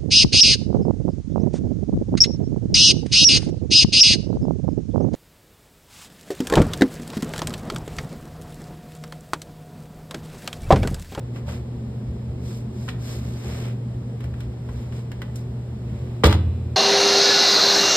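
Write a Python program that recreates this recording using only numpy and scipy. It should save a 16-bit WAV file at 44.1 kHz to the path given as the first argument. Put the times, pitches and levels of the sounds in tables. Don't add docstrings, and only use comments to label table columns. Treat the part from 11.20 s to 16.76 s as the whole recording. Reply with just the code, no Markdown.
import sys
import numpy as np
from scipy import signal
from scipy.fft import rfft, irfft, next_fast_len
from scipy.io import wavfile
from scipy.ndimage import map_coordinates

SR = 44100
rng = np.random.default_rng(int(sys.argv[2]) if len(sys.argv) > 2 else 0)


def pcm_store(signal):
    levels = np.round(np.clip(np.atleast_2d(signal), -1, 1) * 32767)
    wavfile.write(sys.argv[1], SR, levels.astype(np.int16).T)


N = 245195
TIME = np.arange(N) / SR

# (time [s], level [dB], treble tilt [dB/octave], t60 [s])
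RIM_CONTACTS = [(5.0363, -10.5, -4.5, 0.035), (5.0395, -11.5, 1.5, 0.06), (5.0434, -7, -2, 0.017),
                (5.0539, -15.5, 1.5, 0.057), (5.061, -12.5, 3.5, 0.029), (5.069, -17, 8, 0.022),
                (5.0686, -17, 7, 0.03), (5.1106, -26.5, -3.5, 0.038), (5.1264, -15.5, -1, 0.024),
                (5.149, -22, -15, 0.016)]


def from_db(db):
    return 10 ** (np.asarray(db) / 20)


def rms_one(x):
    return x / np.sqrt(np.mean(x ** 2) + 1e-20)


def at_hz(points, hz):
    points = np.array(points)
    return np.interp(np.log(hz), np.log(points[:, 0]), points[:, 1])


def bins(size):
    return np.maximum(np.arange(size // 2 + 1) * SR / size, 1)


def shape(spectrum):
    return lambda hz: from_db(at_hz(spectrum, hz)) * np.minimum(hz / spectrum[0][0], 1) ** 3


def drift(rate_hz):
    size = next_fast_len(N, True)
    spectrum = rfft(rng.standard_normal(N), size) / (1 + (bins(size) / rate_hz) ** 4)
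    return rms_one(irfft(spectrum, size)[:N])


def swell(crest_s, rise_s, fall_s, steepness=2):
    width_s = np.where(TIME < crest_s, rise_s, fall_s)
    return np.exp(-np.abs((TIME - crest_s) / width_s) ** steepness)


def decay(t60, size):
    return np.exp(-np.log(1000) * np.arange(size) / SR / max(t60, 1e-3))


def ring(hz, db, t60, size=SR):
    return from_db(db) * np.sin(2 * np.pi * hz * TIME[:size]) * decay(t60, size)


def diffuse(gain, size=N, coherence=None):
    # (frequency [Hz], correlation)
    field_coherence = [(100, 1), (200, 1), (380, 0.85), (800, 0.067), (1500, 0.49), (2600, 0.58),
                       (4000, 0.11), (5000, 0.47), (5900, 0.99), (15000, 1)]
    padded = next_fast_len(size, True)
    hz = bins(padded)
    alike = np.clip(at_hz(coherence or field_coherence, hz), -.9, .9995)
    mid, side = rfft(rng.standard_normal((2, padded))) * gain(hz) * np.sqrt([1 + alike, 1 - alike])
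    return rms_one(irfft(np.array([mid + side, mid - side]), padded)[:, :size])


def burst(gain, t60, size=12000):
    # (frequency [Hz], correlation)
    near_coherence = [(400, 0.8), (1200, 0.77), (2500, 0.41), (4800, 0.16), (5900, 0.92), (12000, 0.98)]
    envelope = decay(t60, size)
    return rms_one(diffuse(gain, size, near_coherence) * envelope) * np.sqrt(np.mean(envelope ** 2))


def add(track, s, sound):
    start = int(round(s * SR))
    track[..., start:start + sound.shape[-1]] += sound[..., :N - start]


def direct_path(x, lag_samples, pan_db):
    right = map_coordinates(x, [np.arange(N) - lag_samples], order=3)
    return np.array([x * from_db(pan_db / 2), right * from_db(-pan_db / 2)])


def room(x, first_echo_s=0.0029):
    # (frequency [Hz], t60 [s])
    reverb_times = [(200, 0.69), (1000, 0.47), (4000, 0.32), (12000, 0.25)]
    size, response = SR // 2, 0
    edges_hz = np.geomspace(150, 16000, 8)
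    for low, high in zip(edges_hz, edges_hz[1:]):
        bandpass = signal.butter(2, [low, high], "band", fs=SR, output="sos")
        band = signal.sosfilt(bandpass, diffuse(np.ones_like, size))
        response += band * decay(at_hz(reverb_times, np.sqrt(low * high)), size)
    response *= np.clip(TIME[:size] / first_echo_s - 1, 0, 1)
    return signal.fftconvolve(x[None], rms_one(response) / np.sqrt(size), axes=1)[:, :N]


def motor_hum(hum_hz=119.86, waver_db=0.96):
    # (harmonic number, rms level [dB])
    harmonics = [(1, -31.5), (2, -48), (3, -63.5), (4, -63)]
    phase = 2 * np.pi * hum_hz * TIME + 0.03 * drift(rate_hz=2.5)
    tone = sum(from_db(db) * np.sqrt(2) * np.sin(k * phase + rng.uniform(0, 2 * np.pi))
               for k, db in harmonics)
    return tone * from_db(waver_db * drift(rate_hz=2.6))


def machine_rumble(tub_db=-2.5, rush_db=-40.0):
    # (frequency [Hz], half-width [Hz], level [dB])
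    resonances = [(66.4, 6.9, -43), (75.1, 8.8, -39.5), (129.4, 21, -40.5), (176.5, 39, -43),
                  (214.4, 15, -42.5), (239.8, 36.7, -43), (360.3, 12, -49), (401, 13, -53.5),
                  (456.6, 5.5, -54.5)]
    # (crest time [s], level relative to its steady rumble [dB])
    tub_swells = [(.31, 6.5), (.92, 11), (1.12, 8), (2.06, 3), (2.33, 5), (3.09, 8), (3.27, 4), (3.55, 8),
                  (3.97, 1), (4.76, 2)]
    # (time [s], level [dB])
    panel_levels = [(0, -0.5), (1.6, 0.5), (2.05, 1.5), (3.1, -2), (4.2, -4), (4.8, -0.5)]
    # (frequency [Hz], relative spectral level [dB])
    rush_spectrum = [(20, -14), (35, -9), (60, 0), (150, -2), (280, -10.5), (500, -10), (800, -17.5),
                     (1500, -29), (3000, -31.5), (4500, -33.5), (8000, -37), (13000, -42.5)]
    surges = sum(from_db(db) * swell(s, rise_s=0.056, fall_s=.07) for s, db in tub_swells)
    bands = [from_db(db) * diffuse(lambda hz: 1 / (1 + ((hz - centre) / half_width) ** 2))
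             for centre, half_width, db in resonances]
    tub = from_db(tub_db) * (1 + surges) * sum(bands[:2])
    panels = from_db(np.interp(TIME, *np.transpose(panel_levels))) * sum(bands[2:])
    return tub + panels + from_db(rush_db) * diffuse(shape(rush_spectrum))


def clothes(grain_db=1.0, creep_db=-69):
    # (time of top speed [s], rise [s], fall [s], rub [dB], hiss [dB])
    strokes = [(.17, 0.024, 0.027, -48, -53), (0.306, 0.028, .06, -42.5, -45.5),
               (1.3, 0.054, 0.082, -51, -46.5), (1.68, .1, .04, -52.5, -48.5),
               (1.91, 0.067, 0.054, -43, -40), (2.08, 0.17, 0.22, -49, -49), (2.34, .1, 0.093, -41, -43.5),
               (2.45, 0.033, .06, -42, -49.5), (3.04, 0.027, 0.027, -49, -59), (3.22, 0.038, .03, -52, -59),
               (3.6, 0.1, .07, -52, -54.5), (3.77, .04, 0.041, -49.5, -51), (4.18, 0.024, .035, -55, -52),
               (4.73, .07, .28, -53, -60)]
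    # (frequency [Hz], relative spectral level [dB])
    rub_spectrum = [(250, -14), (450, 9.5), (900, -0.5), (1700, -4.5), (2500, -2.5), (4000, -9),
                    (6000, -32)]
    # (frequency [Hz], relative spectral level [dB])
    hiss_spectrum = [(1500, -27), (3500, 1.5), (5000, 5), (6800, 5), (8500, 1.5), (11000, -0.5), (13000, 0),
                     (15500, -9)]
    rub_power, hiss_power = 0, from_db(creep_db) ** 2
    for s, rise_s, fall_s, rub_db, hiss_db in strokes:
        speed = swell(s, rise_s, fall_s, steepness=2.4)
        rub_power += speed * from_db(rub_db) ** 2
        hiss_power += speed * from_db(hiss_db) ** 2
    grain = from_db(grain_db * drift(rate_hz=155))
    rub = np.sqrt(rub_power) * diffuse(shape(rub_spectrum))
    hiss = np.sqrt(hiss_power) * diffuse(shape(hiss_spectrum))
    return grain * (rub + hiss)


def hand_taps(floor_db=7.5, width_octaves=1, snap_hz=9000):
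    # (time [s], level [dB], centre frequency [Hz], snap level [dB])
    taps = [(0.1603, -39.5, 1590, -58), (0.272, -43, 900, -58), (0.281, -32, 644, -58),
            (0.2877, -36, 1040, -50), (1.306, -45, 1500, -60), (1.37, -44, 10100, -54),
            (1.68, -32.5, 1090, -58), (1.6871, -27, 2180, -54), (3.0056, -42.5, 1900, -41),
            (3.041, -41.5, 1800, -37.5), (3.1395, -43.5, 1680, -65), (3.205, -40, 2500, -38),
            (3.4892, -38, 1090, -62), (3.7228, -43.5, 1910, -64), (3.917, -37.5, 1650, -37),
            (4.0182, -31.5, 1660, -36), (4.157, -34, 7550, -44)]
    # (frequency [Hz], width [Hz], relative level [dB])
    top_modes = [(560, 360, 15), (1100, 340, -3.5), (1450, 200, 1), (1960, 250, -10), (3040, 380, 1),
                 (5270, 310, -2)]

    def top(hz):
        peaks = sum(from_db(db) / (1 + (2 * (hz - mode) / width) ** 2) for mode, width, db in top_modes)
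        return from_db(floor_db) + peaks

    out = np.zeros((2, N))
    for s, db, centre, snap_db in taps:
        knock = burst(lambda hz: top(hz) / (1 + (np.log2(hz / centre) / width_octaves) ** 2), t60=0.063)
        snap = burst(lambda hz: hz / (hz + snap_hz), t60=.025)
        add(out, s, from_db(db) * knock + from_db(snap_db) * snap)
    return out


def glass_pane(pane_db=-2.0, split_hz=4.2, twin_db=-13.5):
    # (frequency [Hz], relative level [dB], t60 [s])
    pane_modes = [(847, -24, .25), (1008, -31, .27), (1110, -31, .25), (1187, -25, .22), (1254, -27, .22),
                  (1347, -29, .25), (1425, -27, .24), (1648, -27, .26), (1719, -32, .3), (2204, -35, .22),
                  (2417, -53, 2.0), (2487, -55, 1.1), (2666, -52, 1.9), (2913, -44, .9), (3257, -55, 1.3),
                  (3325, -32, .3), (3468, -47, .9), (3585, -52, .9), (3688, -57, 1.5), (3830, -54, .9),
                  (3994, -54, 1.7), (4080, -60, 1.3), (4761, -38, .2), (5005, -61, 1.2)]
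    out = np.zeros(N)
    for hz, db, t60 in pane_modes:
        twin_hz = hz + split_hz * rng.uniform(-1.6, 2)
        add(out, RIM_CONTACTS[0][0], ring(hz, db, t60) + ring(twin_hz, db + twin_db, t60 / 2))
    return from_db(pane_db) * out


def lid_clatter(rattle_db=-25.0, rattle_t60=0.8, rattle_s=0.12, clicks_per_s=1500, stop_s=0.0051):
    # (frequency [Hz], relative spectral level [dB])
    frame_spectrum = [(500, 3.5), (720, -5.5), (850, 7), (1020, -5.5), (1250, 2.5), (1700, -6.5),
                      (2100, -3.5), (2600, -7.5), (3350, 0), (4700, -8), (8000, -16), (13000, -20)]
    frame = shape(frame_spectrum)
    out = np.zeros((2, N))
    for s, db, tilt_db, t60 in RIM_CONTACTS:
        crack = burst(lambda hz: frame(hz) * from_db(tilt_db * np.log2(np.maximum(hz, 700) / 700)), t60)
        add(out, s, from_db(db) * crack)
    size = SR // 2
    clicks = (rng.random(size) < clicks_per_s / SR) * rng.standard_normal(size)
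    buzz = rms_one(signal.fftconvolve(clicks[None], burst(frame, t60=0.021), axes=1)[:, :size])
    settling = .5 - .5 * np.tanh((TIME[:size] - rattle_s) / stop_s)
    add(out, RIM_CONTACTS[0][0], from_db(rattle_db) * buzz * decay(rattle_t60, size) * settling)
    return out


def lid_boom(boom_db=1.65):
    # (time [s], impulse level [dB], contact time [s])
    landings = [(5.0387, 0, .0019), (5.0476, 17, .0117), (5.0577, 3, .0056), (5.0692, -17, .0003),
                (5.1447, -7, .0068), (5.2629, 5, .0147)]
    # (frequency [Hz], relative level [dB], t60 [s], sign of the first swing)
    cabinet_modes = [(48, -34, .38, 1), (70, -15, .29, -1), (84, -22, 1.6, 1), (103, -24, 1.0, 1),
                     (133, -13, .55, 1), (159, -11, .29, -1), (204, -20, .36, -1), (219, -28, .6, -1),
                     (240, -12, .24, -1), (270, -22, .5, -1), (310, -21, .5, 1), (331, -12, .35, -1),
                     (424, -12, .27, -1), (490, 2, .05, 1), (515, -11, .3, -1), (570, -4, .12, 1),
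                     (654, -15, .3, 1)]
    force, size = np.zeros(N), SR // 20
    for s, db, contact_s in landings:
        push = TIME[:size] * decay(2 * contact_s, size)
        add(force, s, from_db(db) * push / push.sum())
    impulse_response = sum(np.sign(swing) * ring(hz, db, t60) for hz, db, t60, swing in cabinet_modes)
    return from_db(boom_db) * signal.fftconvolve(force, impulse_response)[:N]


def scene(clatter_room_db=-13.5, boom_room_db=-20.0, taps_room_db=-10.5):
    clatter, boom, taps = lid_clatter(), lid_boom(), hand_taps()
    direct = clatter + taps + direct_path(boom, lag_samples=-6.5, pan_db=-0.5)
    direct += direct_path(glass_pane(), lag_samples=-5.0, pan_db=1.5)
    echoes = room(from_db(clatter_room_db) * clatter[0] + from_db(boom_room_db) * boom
                  + from_db(taps_room_db) * taps[0])
    return motor_hum() + machine_rumble() + clothes() + direct + echoes


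def record(dry, ceiling=.92, fade_s=.006, cutoff_hz=15900):
    # (frequency [Hz], gain [dB])
    microphone_response = [(1500, 0), (2600, 0), (4000, -1), (5200, -3.5), (8000, -5), (12500, -7.5),
                           (16000, -14)]
    # (frequency [Hz], phase lag [cycles])
    right_lag = [(1450, 0), (2000, .13), (2600, .47), (4200, .5), (5000, .85), (5550, 1.38), (6050, 1.5),
                 (8000, 2), (10250, 2.5), (12500, 3), (17000, 4)]
    size = next_fast_len(N + SR // 10, True)
    hz = bins(size)
    spectrum = rfft(dry, size) * from_db(at_hz(microphone_response, hz))
    spectrum[1] *= np.exp(-2j * np.pi * np.interp(hz, *np.transpose(right_lag)))
    coloured = irfft(spectrum, size)[:, :N]
    rounded = coloured / (1 + (coloured / ceiling) ** 6) ** (1 / 6)
    fade = np.minimum(np.minimum(TIME, TIME[-1] - TIME) / fade_s, 1)
    lowpass = signal.ellip(10, .1, 80, cutoff_hz, fs=SR, output="sos")
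    return signal.sosfilt(lowpass, rounded * fade)


dry = scene()
out = record(dry)
pcm_store(out)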